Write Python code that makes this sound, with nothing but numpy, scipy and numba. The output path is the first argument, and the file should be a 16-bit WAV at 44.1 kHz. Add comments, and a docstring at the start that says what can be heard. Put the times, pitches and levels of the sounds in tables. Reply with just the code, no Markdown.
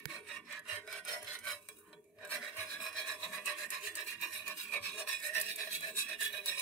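"""In a kitchen, a wire whisk sweeps to and fro through gravy in a metal skillet, a phone held close above.
Noise shaped like tiny slips of the wire tips rings the skillet's fading modes and the thin wires.
Wires also tick against the pan; banded noise makes the slosh of gravy and a faint kitchen hum.
A finger knocks the phone once in a sharp crack, and the pan thuds softly on its grate."""
import sys
import numpy as np
from scipy import signal
from scipy.io import wavfile
from scipy.ndimage import uniform_filter1d
from numba import njit

SR = 44100
rng = np.random.default_rng(int(sys.argv[2]) if len(sys.argv) > 2 else 0)


def digitize_waveform(pressure):
    """Quantize a signal to 16-bit integers and store it at the path in sys.argv[1].

    Rows of a 2-D input are taken as channels; values are limited to [-1, 1].
    """
    field = np.atleast_2d(pressure).T
    bounded = np.clip(field, -1, 1)
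    quanta = np.round(bounded * 32767).astype(np.int16)
    wavfile.write(sys.argv[1], SR, quanta)


N = 291501  # length of the scene [samples]
STEP = 32  # slow controls have one value per this many samples

# One row per whisk stroke: (time of full push [s], hold [s], rasp level [dB], lull before it re rasp [dB],
# then re rasp: bowl ring, pan floor, low, middle, high wall modes, wire hiss [all dB],
# push lost during the hold [dB], tilt of the low and of the middle wall modes
# toward their upper members [dB per 10 % of pitch])
WHISK_STROKES = [(0.003, 0.0031, -51.5, 14, -26, -9, -5, -6.5, -12, -12, 10, 0.1, -1),
                 (0.102, 0.062, -42, -16, -16.5, -11, -4.5, -6, -9, -12.5, 1.3, -1, 1.5),
                 (0.288, 0.081, -46.5, -13, -18, -5, 0, -1.5, -9.5, -8, 2, 1, 0),
                 (0.51, 0.066, -43.5, -21, -21, -8.5, 1, -6, -11, -17, 2, 2, 2),
                 (0.69, 0.077, -45, -20, -11, -5, 1, 2, -6.5, -4.5, 2, 1.9, 0),
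                 (0.92, 0.068, -43, -18.5, -18, -17, -2.5, -2, -10.5, -10, 2, -0.3, -1),
                 (1.084, 0.055, -39.5, -20, -8.5, -13, -6, -3, -3, -4.5, 2, 0.6, 0.5),
                 (1.284, 0.066, -41.5, -11.0, -18.5, -15, -9.5, -5, -5, -8, -2, 2.3, 0.5),
                 (1.47, 0.047, -41, -17, -13.5, -10.5, -7, -0.5, -5, -5, -1.8, -1.5, -1.7),
                 (1.695, 0.066, -66, 0, -30, -10, -11, -3.5, -16, 5, 4, -6.5, -4.5),
                 (1.776, 0.01, -70, 2, -40, -3, -4, -2, -14, 12, 0.2, -15, -7),
                 (1.874, 0.062, -70, -1.5, -7, 4.5, 5, 1, -16, 2.5, 3, -2.5, 0),
                 (2.045, 0.053, -80, -0.5, 4, -10, -7, -4, -13, 4, -2, 0.1, -6),
                 (2.229, 0.0078, -50.5, -29, 0.5, -5, 3.5, -5, -16, -17, 0.2, -1.3, 1),
                 (2.313, 0.045, -39.5, -16, -11, -8, -3.5, -2.5, -3, -5, -2.5, 1.3, -0.5),
                 (2.422, 0.042, -42, -7, -14.5, -13, 0.5, -6, -8.5, -11.5, 0.5, -0.5, -0.5),
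                 (2.582, 0.023, -41.5, -10.5, -11.5, -4.5, -2, -0.5, -3, -6, -2.5, -1, 1),
                 (2.699, 0.04, -38.5, -8.5, -20.5, -14, -1.5, -8.5, -8.5, -10.5, -1.5, -2.5, 0.5),
                 (2.818, 0.049, -40.5, -8, -13.5, -5, -2, -1, -8, -6.5, -1.3, -4, 1),
                 (2.968, 0.029, -37.5, -13, -11.5, -7.5, -0.5, -7, -2.5, -7.5, -2, -0.5, -1),
                 (3.077, 0.046, -37.5, -9, -16.5, -6.5, -4, -8.5, -8.5, -8.5, 1.5, -1, -1),
                 (3.223, 0.017, -39.5, -12, -11, -3.5, -5.5, -5, -3.5, -7.5, -5, 4, 2.5),
                 (3.333, 0.043, -40.5, -9.5, -12, -2.5, -0.5, -6, -12, -7, -1, 2, 0.1),
                 (3.477, 0.037, -37, -16.5, -16, -4.5, -2, -1.5, -8, -7.5, 4.5, 5, 2.5),
                 (3.585, 0.061, -41, -9, -14.5, -10, -3.5, -2, -10.5, -5, 1, 2, 3.5),
                 (3.727, 0.03, -38, -17, -19, -6.5, -2, 0, -7.5, -7.5, 5, 1.5, -2),
                 (3.836, 0.039, -42.5, -7.5, -19.5, -9, -2.5, -1, -5.5, -3, -4.5, 5, 4.5),
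                 (3.969, 0.041, -42, -12.5, -17, -4, 0.5, 0, -8, -5, -1, 1.5, 3.5),
                 (4.075, 0.05, -40, -10, -29, -14, -7.5, -6, -7, -5.5, 2, 2.5, 2.5),
                 (4.23, 0.025, -38.5, -16.5, -21, -4.5, -2.5, -8, -10.5, -10.5, 4.5, 0.1, 3),
                 (4.331, 0.046, -42.5, -7, -17.5, -13, -6, -5, -6, -3, 2.5, -1, -2.5),
                 (4.474, 0.036, -41, -9.5, -14.5, -5, -3.5, -2.5, -11.5, -10, 0, -7, 4),
                 (4.578, 0.025, -38.5, -12, -47, -15, -11, -8, -9, -4.5, -4, -4, 4.5),
                 (4.73, 0.042, -39.5, -8, -8.5, -2.5, -10.5, -3.5, -9, -10.5, 2.5, -4, -5.5),
                 (4.833, 0.036, -35, -16, -42, -15.5, -21, -11.5, -7.5, -11.5, -3.5, -4, -0.5),
                 (4.989, 0.03, -38.5, -6.5, -5, -9.5, -5.5, -6, -6.5, -6.5, 0.8, -2, 2),
                 (5.088, 0.043, -38.5, -16, -25.5, -10, -3.5, -3, -4, -3, 2, 0, 0.1),
                 (5.238, 0.043, -42, -8.5, -12.5, -15, 4.5, -3, -2, -4.5, -0.3, -4, 0.1),
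                 (5.349, 0.021, -34.5, -14.5, -16, -21, -3, -7.5, -4.5, -12, -1, 2.5, 4),
                 (5.472, 0.041, -39, -4, -21, -30, -9, -4, -5.5, -5.0, -2.5, 1, -1),
                 (5.585, 0.04, -40.5, -8.5, -13, -16, -4, -1, -6.5, -7, -0.5, 2, -2.5),
                 (5.72, 0.041, -36, -9, -30, -35, -11, -7, -2.5, -5, -2.5, 3, 1.5),
                 (5.824, 0.074, -39.5, -6, -15.5, -20, -3.5, -7, -10.5, -9, 1, -2, -2.5),
                 (5.97, 0.039, -37, -16.5, -41, -19, -8.5, -4.5, 1, -1, 1.5, -2, 1),
                 (6.091, 0.051, -42, -5.5, -11, -21, -2.5, -3.5, -3, -7.5, 3, 3, -3),
                 (6.212, 0.042, -36.5, -19.5, -33, -23.5, -4.5, -4.5, -1.5, -3.5, -1.5, 2.5, 4),
                 (6.33, 0.053, -45.5, -5.5, -5, -7, -0.5, -4, -2.5, -2.5, 2.5, 3.5, 0),
                 (6.475, 0.022, -39.5, -15.5, -16.5, -15, -5.5, -2.5, -2, -4.5, 1, 5.5, 2),
                 (6.582, 0.022, -38, -7.5, -21, -13.5, -11, -1, -5.5, -7, -3, 6.5, -5)]
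# Groups of close skillet modes: (centre [Hz], spread [Hz], time to fade by 60 dB [s],
# level at pan centre [dB], level near rim [dB], left minus right [dB])
PAN_MODES = [(411, 25, 0.5, -20, -12.5, 11.5), (495.4, 85, 0.18, -13, -14, 1),
             (619.1, 42, 0.21, 3.5, -1, 1), (748.4, 116.5, 0.29, -9, -20.5, 13),
             (997, 101, 0.29, -6, -12.5, -5), (1107, 116.5, 0.15, -11.5, -0.5, -4),
             (1191, 144, 0.093, 0.5, -19, 3), (1501, 133, 0.12, -0.5, -31, -7),
             (1720, 170, 0.086, -8, -6, -3.5), (1831, 95, 0.1, -11.5, -7, -15),
             (2012, 280, 0.15, -6.5, -22, -9.5), (2271, 78, 0.1, -8, -15, -11),
             (2433, 155, 0.05, -16, -4, -11), (2505, 140, 0.094, -24.5, 0.5, -14),
             (2746, 206, 0.09, -13.5, -5, -10.5), (3064, 140, 0.064, -9, -31.5, -11),
             (3383, 148, 0.22, -15.5, -7.5, -2.5), (3862, 186, 0.057, -8, -1.5, -7),
             (3986, 176, 0.058, -11.5, -9, -10.5), (4274, 110, 0.043, -12.5, -11, -4.5),
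             (5230, 270, 0.049, 0.5, -0.9, 1), (5647, 420, 0.039, -14.5, -2, -2)]
# Resonances of the whisk wires: (centre [Hz], width setting [Hz], relative level at pan centre [dB],
# relative level near rim [dB], left minus right [dB])
WIRE_RESONANCES = [(4560, 210, -9, -10, 10), (5900, 390, -3, -15, 1.5), (6920, 720, -8, -3.5, 2),
                   (8314, 840, -4, 0, -1), (9326, 780, 0.5, -1, -2.5), (10770, 1000, -5.5, 0.5, -0.5),
                   (12900, 1300, -5, -4.5, -5), (14900, 4400, -6.5, 1, -2)]
# Wires slap the pan: (time [s], level setting [dB], pan ring relative to it [dB])
WIRE_TICKS = [(0.113, -59, 3), (0.524, -38.5, 10), (0.5926, -42, 7), (0.8665, -54, -12),
              (0.8752, -43.5, 19), (0.9271, -32.5, 10), (1.05, -34, 0.5), (1.227, -36, -3),
              (1.2447, -40, 12), (1.389, -37.5, -21), (1.6253, -56, -3), (1.6867, -31, 6), (1.785, -52, 3),
              (1.9288, -57.5, 27), (2.0414, -58, -3), (2.185, -65, 29), (2.2493, -37, 9), (2.273, -44, -10),
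              (2.302, -58, 7), (2.5682, -41, 14), (2.801, -50.5, 26), (2.928, -42, 15), (3.2176, -50, -7),
              (3.4572, -26, -21), (3.572, -52, 6), (3.704, -25.5, -27), (3.9534, -24, -33),
              (3.9693, -37, -5), (4.212, -32.5, -22), (4.479, -28.5, -7), (4.5706, -57, -3),
              (4.7366, -41, 16), (5.0728, -39, 21), (5.2, -44, 8), (5.338, -47, 9), (5.381, -38, 7),
              (5.3996, -28, -25), (5.413, -20.5, -9), (5.559, -27.5, -22), (5.671, -42.5, 19),
              (5.7096, -45, 3), (5.807, -34, 9), (5.967, -44, 0), (6.206, -39, 15), (6.4591, -24, 2),
              (6.487, -34, -5)]
# The pan rocks on its grate: (time [s], peak before the left-right split [dB])
PAN_THUDS = [(0.718, -52.5), (1.888, -77), (2.175, -66), (2.578, -54), (2.944, -68), (3.089, -66),
             (3.868, -64), (4.799, -57), (5.122, -65), (5.816, -70)]
# A finger on the case by one microphone port: (level setting [dB], left minus right [dB], decay [s])
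FINGER_KNOCK = (-31, -28.5, 0.00035)
# Kitchen hum bands: (centre [Hz], filter width [Hz], level before wavering [dB], left-right likeness [0-1])
KITCHEN_HUM = [(59.7, 29, -88, 1), (94, 19, -82, 0.94), (168, 110, -86.5, 0.78), (232, 21, -83.5, 0.7),
               (330.6, 63, -74.5, 0.65), (416, 30, -70.5, 0.9), (2400, 1500, -92, .1),
               (11200, 1700, -83.5, .05)]
# Gravy pushed by the wires: (base pitch [Hz], width setting [Hz])
SLOSH_TONE = (208.2, 174)
# Level of the gravy before its quick wavering: (time [s], level [dB])
SLOSH_LEVELS = [(0.2, -70), (0.23, -81), (0.32, -72.5), (1.84, -78), (1.89, -67.5), (2.09, -86),
                (2.41, -63), (2.52, -85), (2.8, -63.5), (2.89, -80), (3.3, -64.5), (3.62, -82), (3.66, -65),
                (4.0, -90), (4.16, -62), (4.32, -77.5), (4.91, -63), (5.12, -92), (5.4, -66.5), (5.62, -78),
                (5.69, -68), (6.6, -75.5)]
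# Where the whisk works: (time [s], place [0 pan centre to 1 near the rim],
# bowl pitch shift under the gravy [%], high chime before stroke changes, re rasp [dB])
WHISK_ROUTE = [(.13, 0.5, -3, -23), (.32, 0.54, -2, -19.5), (.72, 0.27, -5, -15), (.94, 0.042, 3, -21.5),
               (1.11, 0.027, -0.5, -10.5), (1.5, 0.053, -2, -17.5), (1.72, 0.54, -4, -7),
               (1.9, 0.34, -1.5, -35), (2.06, 0.67, -1, -22), (2.34, 0.24, -1, -19),
               (2.45, 0.37, -2, -20.5), (2.6, 0.46, 2, -19), (2.72, 0.5, -1, -18), (2.85, 0.69, 2, -13),
               (3.2, 0.8, 1.8, -20), (3.6, 0.61, -.5, -15.5), (4.1, 0.59, 0.5, -17),
               (4.35, 0.77, 1.1, -15.5), (4.7, 0.64, -2.5, -18.5), (5.05, 0.85, -0.6, -12),
               (5.28, 0.7, 0.5, -17.5), (5.38, 0.84, 3.5, -15), (5.6, 0.63, 5, -15.5),
               (5.75, 0.71, 5.5, -19), (6.2, 0.86, 6, -17), (6.5, 0.69, -2.7, -13)]
# Pitches that part the modes into bowl, floor, low, middle, high and chime groups: (edge [Hz])
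MODE_GROUP_EDGES = [850, 1330, 2120, 3200, 4800]
# Pitches about which the low and the middle wall modes tilt: (pivot [Hz])
TILT_PIVOTS = [1700, 2550]
# Slow drift of colour: (time [s], pitch shift of the low, middle and high wall modes [all %],
# relative level of the hiss above 11.5 kHz [dB])
COLOUR_DRIFT = [(0.1, 0.5, -1.05, 0.73, -4), (0.6, 0.5, 1.15, 0.82, -5), (1.1, -0.86, 0.24, 1, -2),
                (1.6, 0.3, 0.73, 0.11, -0.5), (2.0, 0.3, 0.3, 0.52, -0.5), (2.5, -0.78, -0.86, 0.3, 0),
                (3.0, 0.16, -1.17, 0.47, -0.5), (3.5, 0.23, -1.25, 0.6, -0.5), (4.0, 0.54, 0.43, 0.41, 0),
                (4.5, -2.1, 0.6, 0.35, 2), (4.9, -1.8, -0.25, -0.44, -1.5), (5.3, -0.82, 0.72, -0.69, 2.5),
                (5.7, -1.6, 1.04, -0.46, 0), (6.1, -2.1, 1.24, -0.92, -1.5), (6.5, -1.8, 1.4, -0.68, 3)]

RISE_SHARE_PER_10_DB, SHORTEST_RISE_S = 0.24, 0.0038  # share of the gap spent climbing, per 10 dB of lull
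FALL_SHARE, LONGEST_FALL_S = 0.58, 0.09  # share of the rest of the gap spent sinking; then the level rests
CHIME_PER_HIGH = 0.85  # strokes that ring the high modes chime more (dB per dB)
BOWL_LATE_S, BOWL_LULL_SHARE = 0.0059, 0.84  # the bowl answers late and sinks less in the lulls
HIGH_LULL_EXTRA = 0.35  # the high modes sink this share deeper between strokes
WANDER = 0.016  # typical share by which the moving gravy detunes each mode group
PORT_LAG_S = 0.00016  # spread of arrival lag between the two microphones as the contact moves
RATTLES_PER_S = 140  # single wires catching and springing free
RATTLE_DB, RATTLE_SCATTER_DB = -4.5, 12  # softest rattle setting re rasp, and range above it
# below this rasp level, the hiss under 9 kHz is thinner (dB lost per dB, per octave)
THIN_BELOW_DB, THINNING = -41, 0.36
TICK_PAN_DB = 1  # left minus right, for the ticks heard in the wires
KNOCK_S = 0.0555
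THUD_HZ, THUD_PAN_DB = 100, 2.5  # pitch, and left minus right
THUD_T60_S, THUD_PUSH_S = 0.26, 0.0089  # time to fade by 60 dB, and length of the push
TOP_HZ = 15700  # upper limit of the phone


def undb(db):
    """Turn decibels into a plain gain."""
    return np.exp(np.asarray(db) * (np.log(10) / 20))


def unit(x):
    """Scale a sound to an average (rms) strength of 1."""
    return x / np.sqrt(np.mean(x ** 2))


def sides(db):
    """Left and right gains for a level difference."""
    return undb(np.array([[db / 2], [-db / 2]]))


def band(x, hz, width_hz):
    """Let through sound around one pitch, with gain 1 at the centre."""
    return signal.lfilter(*signal.iirpeak(min(hz, .45 * SR), hz / width_hz, fs=SR), x)


def ring(x, hz, t60):
    """One fading mode as a complex oscillation that turns and shrinks every sample."""
    pole = np.exp((2j * np.pi * hz - np.log(1000) / t60) / SR)
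    return signal.lfilter([1], [1, -pole], x)


def walk(rate):
    """Random levels joined by straight lines, rate per second, one per STEP samples; spread near 1."""
    s = np.arange(N // STEP + 1) * STEP / SR
    count = int(N / SR * rate) + 2
    return np.interp(s * rate, np.arange(count), rng.standard_normal(count))


def full(slow):
    """Repeat a slow control up to the sample rate."""
    return np.repeat(slow, STEP, axis=-1)[..., :N]


def shares(count, depth_db, rate):
    """Wandering gains of several modes whose mean power stays 1, one value per STEP samples."""
    gains = undb(depth_db * np.array([walk(rate) for _ in range(count)]))
    return gains / np.sqrt(np.mean(gains ** 2, axis=0))


def bursts(times, dbs, decay_s):
    """Envelope of sudden, fast-fading bursts."""
    hits = np.zeros(N)
    np.add.at(hits, (np.asarray(times) * SR).astype(int), undb(dbs))
    return signal.lfilter([1], [1, -np.exp(-1 / (decay_s * SR))], hits)


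def slow_colour(column):
    """One column of the colour drift, one value per STEP samples."""
    table = np.transpose(COLOUR_DRIFT)
    return np.interp(np.arange(N // STEP + 1) * STEP / SR, table[0], table[column])


def sweep():
    """Whisk strokes move from lull to push and sink toward the next lull; colour follows stroke and route."""
    peak, hold, top, lull, *colours, sag, low_tilt, middle_tilt = np.transpose(WHISK_STROKES)
    gap = np.append(0, peak[1:] - (peak + hold)[:-1])
    rise = np.maximum(-RISE_SHARE_PER_10_DB * lull / 10 * gap, SHORTEST_RISE_S)
    fall = np.minimum(FALL_SHARE * np.append((gap - rise)[1:], 1), LONGEST_FALL_S)
    next_lull = np.append((top + lull)[1:], top[-1])
    corners = np.stack([peak - rise, peak, peak + hold, peak + hold + fall], axis=1).ravel()
    corners = np.maximum.accumulate(corners)  # time never runs backwards
    levels = np.stack([top + lull, top + sag / 2, top - sag / 2, next_lull], axis=1).ravel()
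    t = np.arange(N) / SR
    rasp = np.interp(t, corners, levels)

    # each stroke keeps its colour while it is held, then glides to the next
    held = np.stack([peak, peak + hold], axis=1).ravel()
    bowl, floor, low, middle, high, hiss = (np.interp(t, held, np.repeat(c, 2)) for c in colours)
    tilts = [np.interp(t[::STEP], held, np.repeat(c, 2)) for c in (low_tilt, middle_tilt)]
    push = np.interp(t, held, np.repeat(top, 2))
    bowl = np.interp(t - BOWL_LATE_S, t, bowl + push + BOWL_LULL_SHARE * (rasp - push))

    at, *route = np.transpose(WHISK_ROUTE)
    place, load, chime = (np.interp(t, at, c) for c in route)
    high = high + HIGH_LULL_EXTRA * np.minimum(rasp - push, 0)
    chime = chime + CHIME_PER_HIGH * (high - np.mean(high))
    groups = [bowl, *(rasp + np.array([floor, low, middle, high, chime]))]
    return tilts, rasp, groups, rasp + hiss, place, load


def grit(scatter_db, clump_db, clump_rate):
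    """Sizes of the tiny slips of many wire tips on rough metal; they come in clumps."""
    return unit(undb(scatter_db * rng.exponential(size=N) + clump_db * full(walk(clump_rate))))


@njit
def wobble(x, shares, poles, lags, step):
    """Close modes whose drive and pitch move, heard at two ports with moving lags."""
    out = np.zeros((2, len(x)))
    for k in range(len(poles)):
        z = 0j
        for j in range((len(x) + step - 1) // step):
            share, pole, lag = shares[k, j], poles[k, j], lags[k, j]
            for i in range(j * step, min((j + 1) * step, len(x))):
                z = z * pole + share * x[i]
                out[0, i] += z.imag
                out[1, i] += (z * lag).imag
    return out


def skillet(tilts, rasp_db, groups_db, place, load, count=3):
    """Slips and slaps ring the pan; each mode waxes, wanes and bends as contact and gravy move over it."""
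    tick_s, tick_db, tick_ring_db = np.transpose(WIRE_TICKS)
    slips = grit(0.38, 1.43, 70)
    drives = [slips * undb(db) for db in groups_db]
    slaps = bursts(tick_s, tick_db + tick_ring_db - 6, 0.0018)
    clicks = bursts(tick_s, tick_db - 3.5, 0.00091)

    # wires catch and spring free at random moments
    caught = np.sort(rng.random(int(RATTLES_PER_S * N / SR))) * (N - 1) / SR
    sizes_db = rasp_db[(caught * SR).astype(int)] + RATTLE_DB
    sizes_db = sizes_db + RATTLE_SCATTER_DB * rng.random(len(caught))
    rattles = bursts(caught, sizes_db + 3.0, 0.00092)
    clicks = clicks + bursts(caught, sizes_db, 0.0005)

    place, load = (np.append(c, c[-1])[::STEP] for c in (np.clip(place, 0, 1), load))
    out = 0
    reaches = shares(len(PAN_MODES), 4.5, 13)
    for (hz, spread, t60, centre_db, rim_db, pan_db), reach in zip(PAN_MODES, reaches):
        group = np.searchsorted(MODE_GROUP_EDGES, hz)
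        # broad low modes depend less on the contact point; thin wires slap the middle modes best
        slap_loss_db = 4 * abs(np.log2(hz / 2600)) + 10 * (hz > 4800)
        reach = full(reach ** min(hz / 1800, 1))
        hits = slaps + rattles * reach * (group > 1)  # rattles leave bowl and floor alone
        force = drives[group] * reach + hits * undb(-9.0 - slap_loss_db)
        # the tiny offset keeps the filter away from vanishingly small numbers
        push = band(rng.standard_normal(N) * force, hz, 0.37 * hz + 40) + 1e-18

        bend = 1 + WANDER * walk(7) + (group == 0) * load / 100
        if group in (2, 3, 4):
            bend = bend + slow_colour(group - 1) / 100
        spots = (np.arange(count) + 0.24 + rng.random(count) / 2) / count - .5
        f = hz + spread * spots[:, None]
        poles = np.exp((2j * np.pi * f * bend - np.log(1000) / t60) / SR)
        lags = np.exp(2j * np.pi * f * PORT_LAG_S * np.array([walk(5) for _ in f]))

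        gains = shares(count, 6.0, 18) * undb(centre_db + (rim_db - centre_db) * place)
        if group in (2, 3):
            gains = gains * undb(tilts[group - 2] * 10 * np.log(hz / TILT_PIVOTS[group - 2]))
        evened = np.sqrt(np.log(1000) / (t60 * SR))  # long rings would otherwise pile up louder
        out = out + sides(pan_db) * evened * wobble(push, gains, poles, lags, STEP)

    # coarser scratches and clicks also radiate straight from the contact, filling the gaps between modes
    scratches = grit(1.7, 1.5, 90) * undb(rasp_db)
    direct = rng.standard_normal((2, N)) * (scratches + clicks)
    direct = band(band(direct, 3260, 3800), 2760, 4600)
    return out + undb(-7.0) * sides(0.67) * direct


def whisk(rasp_db, hiss_db, place, count=3):
    """Strokes and slaps shake the thin wires; each resonance sings in narrow, flickering partials."""
    tick_s, tick_db, _ = np.transpose(WIRE_TICKS)
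    slaps = sides(TICK_PAN_DB) * bursts(tick_s, tick_db - 8, 0.0049)
    shake = grit(0.33, 1.93, 100) * undb(hiss_db) + slaps
    drift = np.append(uniform_filter1d(place, SR), place[-1])[::STEP]  # place smoothed over 1 s
    below_db = np.minimum(np.append(rasp_db, rasp_db[-1])[::STEP] - THIN_BELOW_DB, 0)
    out = 0
    for hz, width_hz, centre_db, rim_db, wire_pan_db in WIRE_RESONANCES:
        noise = rng.standard_normal((2, N))
        gain = undb(centre_db + (rim_db - centre_db) * drift + 3.1 * walk(13))
        gain = gain * undb(THINNING * below_db * max(np.log2(9000 / hz), 0))
        if hz > 11500:
            gain = gain * undb(slow_colour(4))
        wire = 0
        for k, share in enumerate(gain * shares(count, 7.0, 25)):
            f = hz + 1.23 * width_hz * ((k + rng.random()) / count - .5)
            wire = wire + full(share / np.sqrt(width_hz)) * band(noise, f, width_hz / 6)
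        out = out + sides(wire_pan_db) * wire
    high_pass = signal.butter(2, 3500, "high", fs=SR, output="sos")
    return signal.sosfilt(high_pass, unit(out) * shake)


def gravy():
    """A dull, lumpy slosh: four low noise bands that swell and fade as the gravy is pushed."""
    hz, width_hz = SLOSH_TONE
    s, db = np.transpose(SLOSH_LEVELS)
    lumps = 0
    for f, share in zip(hz * np.array([.82, .97, 1.15, 1.5]), full(shares(4, 5.0, 7))):
        lump = band(band(rng.standard_normal(N), f, width_hz / 5), f, width_hz / 2)
        lumps = lumps + share * unit(lump)
    level_db = np.interp(np.arange(N) / SR, s, db) + 2.4 * full(walk(9))
    return sides(4.5) * unit(lumps) * undb(level_db)


def kitchen():
    """Faint wavering bands of hum and air, made of noise partly shared by left and right."""
    out = 0
    for hz, width_hz, db, like in KITCHEN_HUM:
        mid, side = (unit(band(band(rng.standard_normal(N), hz, width_hz), hz, 2 * width_hz))
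                     for _ in range(2))
        like = np.clip(like, 0, 1)
        pair = np.sqrt((1 + like) / 2) * mid + np.sqrt((1 - like) / 2) * side * np.array([[1], [-1]])
        out = out + undb(db + 7.4 * full(walk(9.6))) * pair
    return out


def knock():
    """A short crack through the case, close to the right port, and the case's dull swing."""
    db, pan_db, decay_s = FINGER_KNOCK
    times = [KNOCK_S, KNOCK_S + 0.00122, KNOCK_S + 0.0027, KNOCK_S + 0.0078]
    crack = rng.standard_normal(N) * bursts(times, [db, db, db - 13, db - 20], decay_s)
    swing = ring(bursts([KNOCK_S], [db - 47.5], 0.00099), 150, 0.074).imag
    swing = swing + ring(bursts([KNOCK_S], [db - 38.5], 0.00026), 440, 0.031).imag
    return sides(pan_db) * (0.5 * crack + 2.0 * band(crack, 1930, 620)) + sides(-30.0) * swing


def thuds():
    """Soft pushes ring the low mode of pan and grate."""
    s, db = np.transpose(PAN_THUDS)
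    push = np.hanning(int(THUD_PUSH_S * SR))
    push = push * np.sin(2 * np.pi * THUD_HZ * np.arange(len(push)) / SR)
    tone = ring(np.append(push, np.zeros(SR // 2)), THUD_HZ, THUD_T60_S).imag
    hits = np.zeros(N)
    hits[(s * SR).astype(int)] = undb(db)
    return sides(THUD_PAN_DB) * signal.fftconvolve(hits, tone / np.abs(tone).max())[:N]


def scene():
    """Pan, whisk, gravy, kitchen, knock and thuds together."""
    tilts, rasp_db, groups_db, hiss_db, place, load = sweep()
    pan = skillet(tilts, rasp_db, groups_db, place, load)
    return pan + whisk(rasp_db, hiss_db, place) + gravy() + kitchen() + knock() + thuds()


def record(dry):
    """The phone cuts the deep bass and the top."""
    dry = signal.sosfilt(signal.butter(3, 70, "high", fs=SR, output="sos"), dry)
    return signal.sosfilt(signal.ellip(10, .2, 75, TOP_HZ, fs=SR, output="sos"), dry)


dry = scene()
out = record(dry)
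digitize_waveform(out)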